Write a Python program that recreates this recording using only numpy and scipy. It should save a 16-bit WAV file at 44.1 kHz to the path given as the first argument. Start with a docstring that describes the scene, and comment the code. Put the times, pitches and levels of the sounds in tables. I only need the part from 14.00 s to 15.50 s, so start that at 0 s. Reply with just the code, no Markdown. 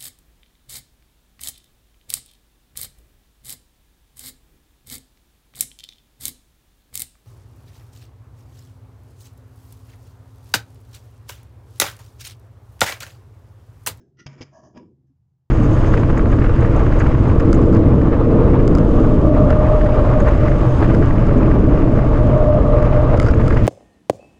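"""Fingers rub dully on the hollow shell of a plastic toy-brick model, in a quiet room.
A loose plate scuffs, then the model lands in two clattering knocks that make a wooden desk boom.
It is dragged, slid and pressed into place, and a fingertip pats it softly.
Every rub is a stream of tiny slips ringing the plastic, every click a short crack of noise
through the model's resonances; the desk and the pat ring as dying sine tones."""
import sys
import numpy as np
from scipy import signal
from scipy.fft import rfft, irfft, next_fast_len
from scipy.io import wavfile

SR = 44100
rng = np.random.default_rng(int(sys.argv[2]) if len(sys.argv) > 2 else 0)


def to_wav(s):
    """Save 16-bit WAV."""
    ch = np.atleast_2d(s).T  # columns
    pcm = np.round(np.clip(ch, -1, 1) * 32767)  # PCM
    wavfile.write(sys.argv[1], SR, pcm.astype(np.int16))


N = 66150
T = np.arange(N) / SR

# Fader rides for the fingers and the desk rumble. 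Each row: time in seconds, level in dB.
FINGER_RIDE = [(0, -55), (0.045, -60), (0.15, -75), (0.2, -51), (0.24, -63), (0.34, -55), (0.385, -49.5),
               (0.44, -57), (0.49, -64), (0.56, -56.5), (0.7, -56), (0.733, -60), (0.757, -44),
               (0.86, -50.5), (0.92, -54.5), (0.97, -68), (1.05, -70.5), (1.085, -76.5), (1.175, -87.5),
               (1.5, -87)]
RUMBLE_RIDE = [(0, -63), (0.17, -62), (0.23, -57.5), (0.45, -58.5), (0.6, -57), (0.86, -55.5), (1.0, -62),
               (1.33, -63.5), (1.5, -72)]

# Tone colour of each sound. Each row: frequency in Hz, relative level in dB.
AIR_EQ = [(30, -9.5), (300, -8.5), (800, 7), (1400, -5), (2500, -13), (5000, -15), (15000, -23)]
RUMBLE_EQ = [(20, -23), (45, -20), (65, -9), (85, -2), (105, -8.5), (128, 5), (155, -7), (190, -10.5),
             (260, -34), (420, -37.5), (1000, -60)]
FINGER_EQ = [(70, -24.5), (170, 3), (260, 0.5), (370, -1.5), (480, -12.5), (700, -26), (1000, -40.5),
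             (2000, -62.5), (6000, -72.5)]
GROAN_EQ = [(150, -24.5), (300, 0.5), (400, -4), (520, -15.5), (700, -12.5), (1000, -30.5), (3000, -49)]
BRUSH_EQ = [(800, -13), (1600, -11), (3000, -5), (5500, -10.5), (7500, -8)]
SCUFF_EQ = [(300, -21.5), (600, -18.5), (1000, -8), (1400, -0.5), (1600, -10), (1950, 0), (2300, -6),
            (2800, -0.5), (3900, -7), (4500, -3), (6200, -4.5), (6800, -16.5), (7600, -23)]
CLACK_EQ = [(200, -6), (450, -5.5), (800, 4.5), (1400, -0.5), (2200, 3), (3300, 0.5), (4100, -8.5),
            (5000, -23.5), (8000, -46)]
TICK_EQ = [(1500, -33), (3500, -14.5), (4300, -9), (4800, 7.5), (5250, 7.5), (5750, -1), (6250, 3),
           (6900, -4.5), (7600, -18.5), (8200, -29)]
DRAG_EQ = [(200, -4), (450, 2), (700, -3), (1200, -2), (2300, -5), (3200, -13), (4100, -22.5),
           (5100, -13.5), (6100, -17), (7100, -15), (7700, -35.5)]
SLIDE_EQ = [(350, -35.5), (520, -1), (680, 10), (880, -3.5), (1130, -2), (1450, -17), (1750, -7.5),
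            (2100, -44.5), (3000, -23.5), (4100, -40.5), (4600, -20.5), (5200, -21), (6100, -9),
            (7200, -21), (7800, -68)]
PRESS_EQ = [(250, -1.5), (500, 8), (700, -2), (1000, 3), (1400, -12), (1700, -9.5), (2000, -21),
            (2450, -12), (3500, -20.5), (4200, -39), (4900, -16.5), (5400, -16), (6000, -29), (6900, -24),
            (7600, -43)]

# Resonances of the plastic. Each row: pitch in Hz, width in Hz, lift in dB before any ring_db trim.
SHELL_MODES = [(246, 24, 7), (334, 28, 8), (402, 16, 5), (505, 28, 7)]
GROAN_MODES = [(360.3, 8.7, 6.7), (400.8, 5, 19)]
STUD_MODES = [(1628, 84, 26), (5340, 120, 22), (6200, 93, 20), (6300, 95, 9.8)]
PLATE_MODES = [(858, 30, 9), (1325, 30, 18), (1407, 24, 21), (1834, 26, 21), (1962, 44, 21), (2900, 150, 7),
               (5100, 110, 8), (5800, 110, 14), (6362, 40, 14)]
MODEL_MODES = [(622, 26, 12), (968, 36, 12), (1116, 36, 8), (1660, 34, 11), (1887, 36, 9), (2297, 60, 12),
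               (2728, 40, 6), (3017, 36, 8), (3220, 50, 7), (3570, 60, 3), (4921, 70, 12), (5175, 55, 12),
               (5490, 60, 7), (6740, 80, 5)]

# Rubbing gestures. Each row: start, attack and hold in seconds, release in dB per second, level in dB.
GROAN_STROKES = [(-0.079, 0.0083, 0.01, 91, -52.5)]
BRUSH_STROKES = [(-0.01, 0.01, 0.0083, 280, -73), (0.070, 0.017, .005, 200, -96),
                 (1.062, 0.0084, 0.0058, 353.6, -89)]
SCUFF_STROKES = [(0.166, 0.005, 0.018, 299.5, -69.5), (0.180, 0.016, .005, 516.5, -48.5)]
DRAG_STROKES = [(0.272, .016, .05, 149.5, -57), (0.365, 0.022, 0.046, 135, -60)]
SLIDE_STROKES = [(0.505, 0.035, 0.04, 137, -52.5), (0.618, 0.019, 0.022, 296, -53)]
PRESS_STROKES = [(0.732, 0.032, 0.0093, 278, -48.5), (0.80, 0.032, 0.011, 403, -76.5)]

# The model lands on the desk. Each row: start in seconds, then boom, thump and woody ring levels in dB.
LANDINGS = [(0.2601, -34.5, -32.5, -40), (0.4058, -46.5, -31.5, -30.5)]
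# Woody ring of the desk top. Each row: pitch in Hz, relative level in dB, 60 dB decay time in seconds.
DESK_MODES = [(251.8, -4, 0.13), (336.6, -9, .12), (432.4, -12, 0.12), (499, -6, 0.076)]
# Bricks hit each other and the desk. Each row: start in seconds, clack level in dB, tick level in dB.
BRICK_HITS = [(0.2618, -41, -44.5), (0.265, -43.5, -40.5), (0.2666, -34.5, -37.5), (0.2697, -40, -43),
              (0.2738, -45, -59.5), (0.2766, -49, -48), (0.2902, -50.5, -63.5), (0.3304, -61.5, -61),
              (0.3883, -62, -62), (0.4092, -43, -46.5), (0.4133, -42.5, -48), (0.4145, -37, -43.5),
              (0.4168, -44.5, -45.5), (0.4195, -35, -37.5), (0.4263, -38, -40), (0.4310, -51, -46.5),
              (0.4339, -47, -48), (0.77, -50, -60.5), (0.7747, -47.5, -53), (0.777, -49.5, -51),
              (0.7970, -57.5, -69)]


def from_db(db):
    """Decibels to gain."""
    return 10 ** (np.asarray(db) / 20)


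def fader(ride):
    """Gain over time, gliding between the points of a ride."""
    return from_db(np.interp(T, *np.transpose(ride)))


def body(x, eq, modes=(), ring_db=0):
    """A resonant body at unit power gain: smooth EQ plus peaks, their lift trimmed by ring_db."""
    size = next_fast_len(2 * N, real=True)
    hz = np.maximum(np.fft.rfftfreq(size, 1 / SR), 1)
    eq_hz, eq_db = np.transpose(eq)
    colour = from_db(np.interp(np.log(hz), np.log(eq_hz), eq_db))
    peaks = 1 + sum(from_db(lift + ring_db) ** 2 / (1 + (2 * (hz - pitch) / width) ** 2)
                    for pitch, width, lift in modes)
    gain = unit_rms(colour * np.sqrt(peaks))
    # Minimum phase, so the ring follows the hit.
    cepstrum = irfft(np.log(gain), size)
    cepstrum[1:size // 2] *= 2
    cepstrum[size // 2 + 1:] = 0
    return irfft(rfft(x, size) * np.exp(rfft(cepstrum)), size)[:N]


def unit_rms(x):
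    """Scale to an rms of one."""
    return x / np.sqrt(np.mean(x ** 2) + 1e-20)


def ring(start, hz, t60_s, attack_s=0.0027):
    """One struck mode: it builds while the contact lasts, then dies away."""
    age = np.maximum(T - start, 0)
    envelope = np.minimum(age / attack_s, 1) * np.exp(-np.log(1000) * age / t60_s)
    return envelope * np.sin(2 * np.pi * hz * age)


def friction(slips_per_s=2500, spread_db=1.5):
    """A dense grain of tiny slips, uneven in size."""
    sizes = from_db(spread_db * np.minimum(rng.exponential(1, N), 4))
    signs = rng.choice([-1, 1], N)
    slipping = rng.random(N) < slips_per_s / SR
    return unit_rms(sizes * signs * slipping)


def rub(strokes):
    """Friction swells, holds and fades under each stroke."""
    force = 0
    for start, attack, hold, release, db in strokes:
        swell = np.clip((T - start) / attack, 0, 1) ** 2
        force += swell * from_db(db - release * np.maximum(T - start - attack - hold, 0))
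    return body_force_grain(force)


def room_air():
    """The faint noise bed of a still room."""
    return from_db(-90.5) * body(rng.standard_normal(N), AIR_EQ)


def desk_rumble():
    """Low noise from the desk swells and sinks under the action."""
    return fader(RUMBLE_RIDE) * body(rng.standard_normal(N), RUMBLE_EQ)


def finger_rub():
    """Fingers rub a dull, hollow tone out of the shell."""
    return body(fader(FINGER_RIDE) * friction(), FINGER_EQ, SHELL_MODES)


def skin_groan():
    """Skin drags on smooth plastic with a faint low groan."""
    return body(rub(GROAN_STROKES), GROAN_EQ, GROAN_MODES)


def stud_brush():
    """Studs brush past each other, light and bright."""
    return body(rub(BRUSH_STROKES), BRUSH_EQ, STUD_MODES)


def plate_scuff():
    """A quick scuff rings the loose plate."""
    return body(rub(SCUFF_STROKES), SCUFF_EQ, PLATE_MODES)


def desk_knocks():
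    """Each landing strikes a long boom, a short thump and a woody ring from the desk."""
    knocks = np.zeros(N)
    for start, boom_db, thump_db, wood_db in LANDINGS:
        boom = from_db(boom_db) * ring(start, hz=138.15, t60_s=0.53)
        thump = from_db(thump_db) * ring(start, hz=102.74, t60_s=0.1)
        wood = sum((-1) ** k * from_db(wood_db + db) * ring(start, hz, t60_s)
                   for k, (hz, db, t60_s) in enumerate(DESK_MODES))
        knocks -= boom + thump + wood
    return knocks


def brick_clatter(crack_s=0.002):
    """Each hit cracks into the model's modes: a midrange clack with a treble tick on top."""
    clack_power, tick_power = 0, 0
    for start, clack_db, tick_db in BRICK_HITS:
        crack = (T >= start) * np.exp(-np.clip((T - start) / crack_s, 0, 20))
        clack_power += (crack * from_db(clack_db)) ** 2
        tick_power += (crack * from_db(tick_db)) ** 2
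    grit = rng.standard_normal((2, N))
    clack = body(np.sqrt(clack_power) * grit[0], CLACK_EQ, MODEL_MODES, ring_db=-2)
    tick = body(np.sqrt(tick_power) * grit[1], TICK_EQ, MODEL_MODES, ring_db=-9)
    return clack + tick


def model_drag():
    """The model scrapes along, its ring damped by the grip."""
    return body(rub(DRAG_STROKES), DRAG_EQ, MODEL_MODES, ring_db=-5)


def model_slide():
    """The model slides and rings more freely."""
    return body(rub(SLIDE_STROKES), SLIDE_EQ, MODEL_MODES, ring_db=1)


def model_press():
    """A short, lightly damped rub as the model is pressed into place."""
    return body(rub(PRESS_STROKES), PRESS_EQ, MODEL_MODES, ring_db=-2.5)


def fingertip_pat():
    """A fingertip lands softly on the shell and sounds one low mode."""
    return from_db(-47) * ring(start=1.096, hz=268.5, t60_s=0.098, attack_s=0.019)


def room_reverb(x, t60_s=0.19, predelay_s=0.008, wet_db=-16.5):
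    """The room answers with a short diffuse tail."""
    tail = rng.standard_normal(N) * (T > predelay_s) * np.exp(-np.log(1000) * T / t60_s)
    tail /= np.sqrt(np.sum(tail ** 2))
    return from_db(wet_db) * signal.fftconvolve(x, tail)[:N]


def scene():
    """A close mono mix; only the brick sounds feed the reverb."""
    bed = room_air() + desk_rumble()
    hands = finger_rub() + skin_groan() + fingertip_pat()
    bricks = stud_brush() + plate_scuff() + brick_clatter()
    bricks += model_drag() + model_slide() + model_press()
    return (bed + hands + desk_knocks() + bricks + room_reverb(bricks))[None]


def record(dry, cutoff_hz=7870, hiss_db=-99, hiss_top_hz=15800):
    """A steep treble cut, with a trace of hiss laid over it."""
    treble_cut = signal.ellip(10, .3, 70, cutoff_hz, fs=SR, output="sos")
    hiss_cut = signal.butter(10, hiss_top_hz, fs=SR, output="sos")
    hiss = from_db(hiss_db) * rng.standard_normal(dry.shape)
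    return signal.sosfilt(treble_cut, dry) + signal.sosfilt(hiss_cut, hiss)


def body_force_grain(force):
    """Friction follows the force."""
    return force * friction()


dry = scene()
out = record(dry)
to_wav(out)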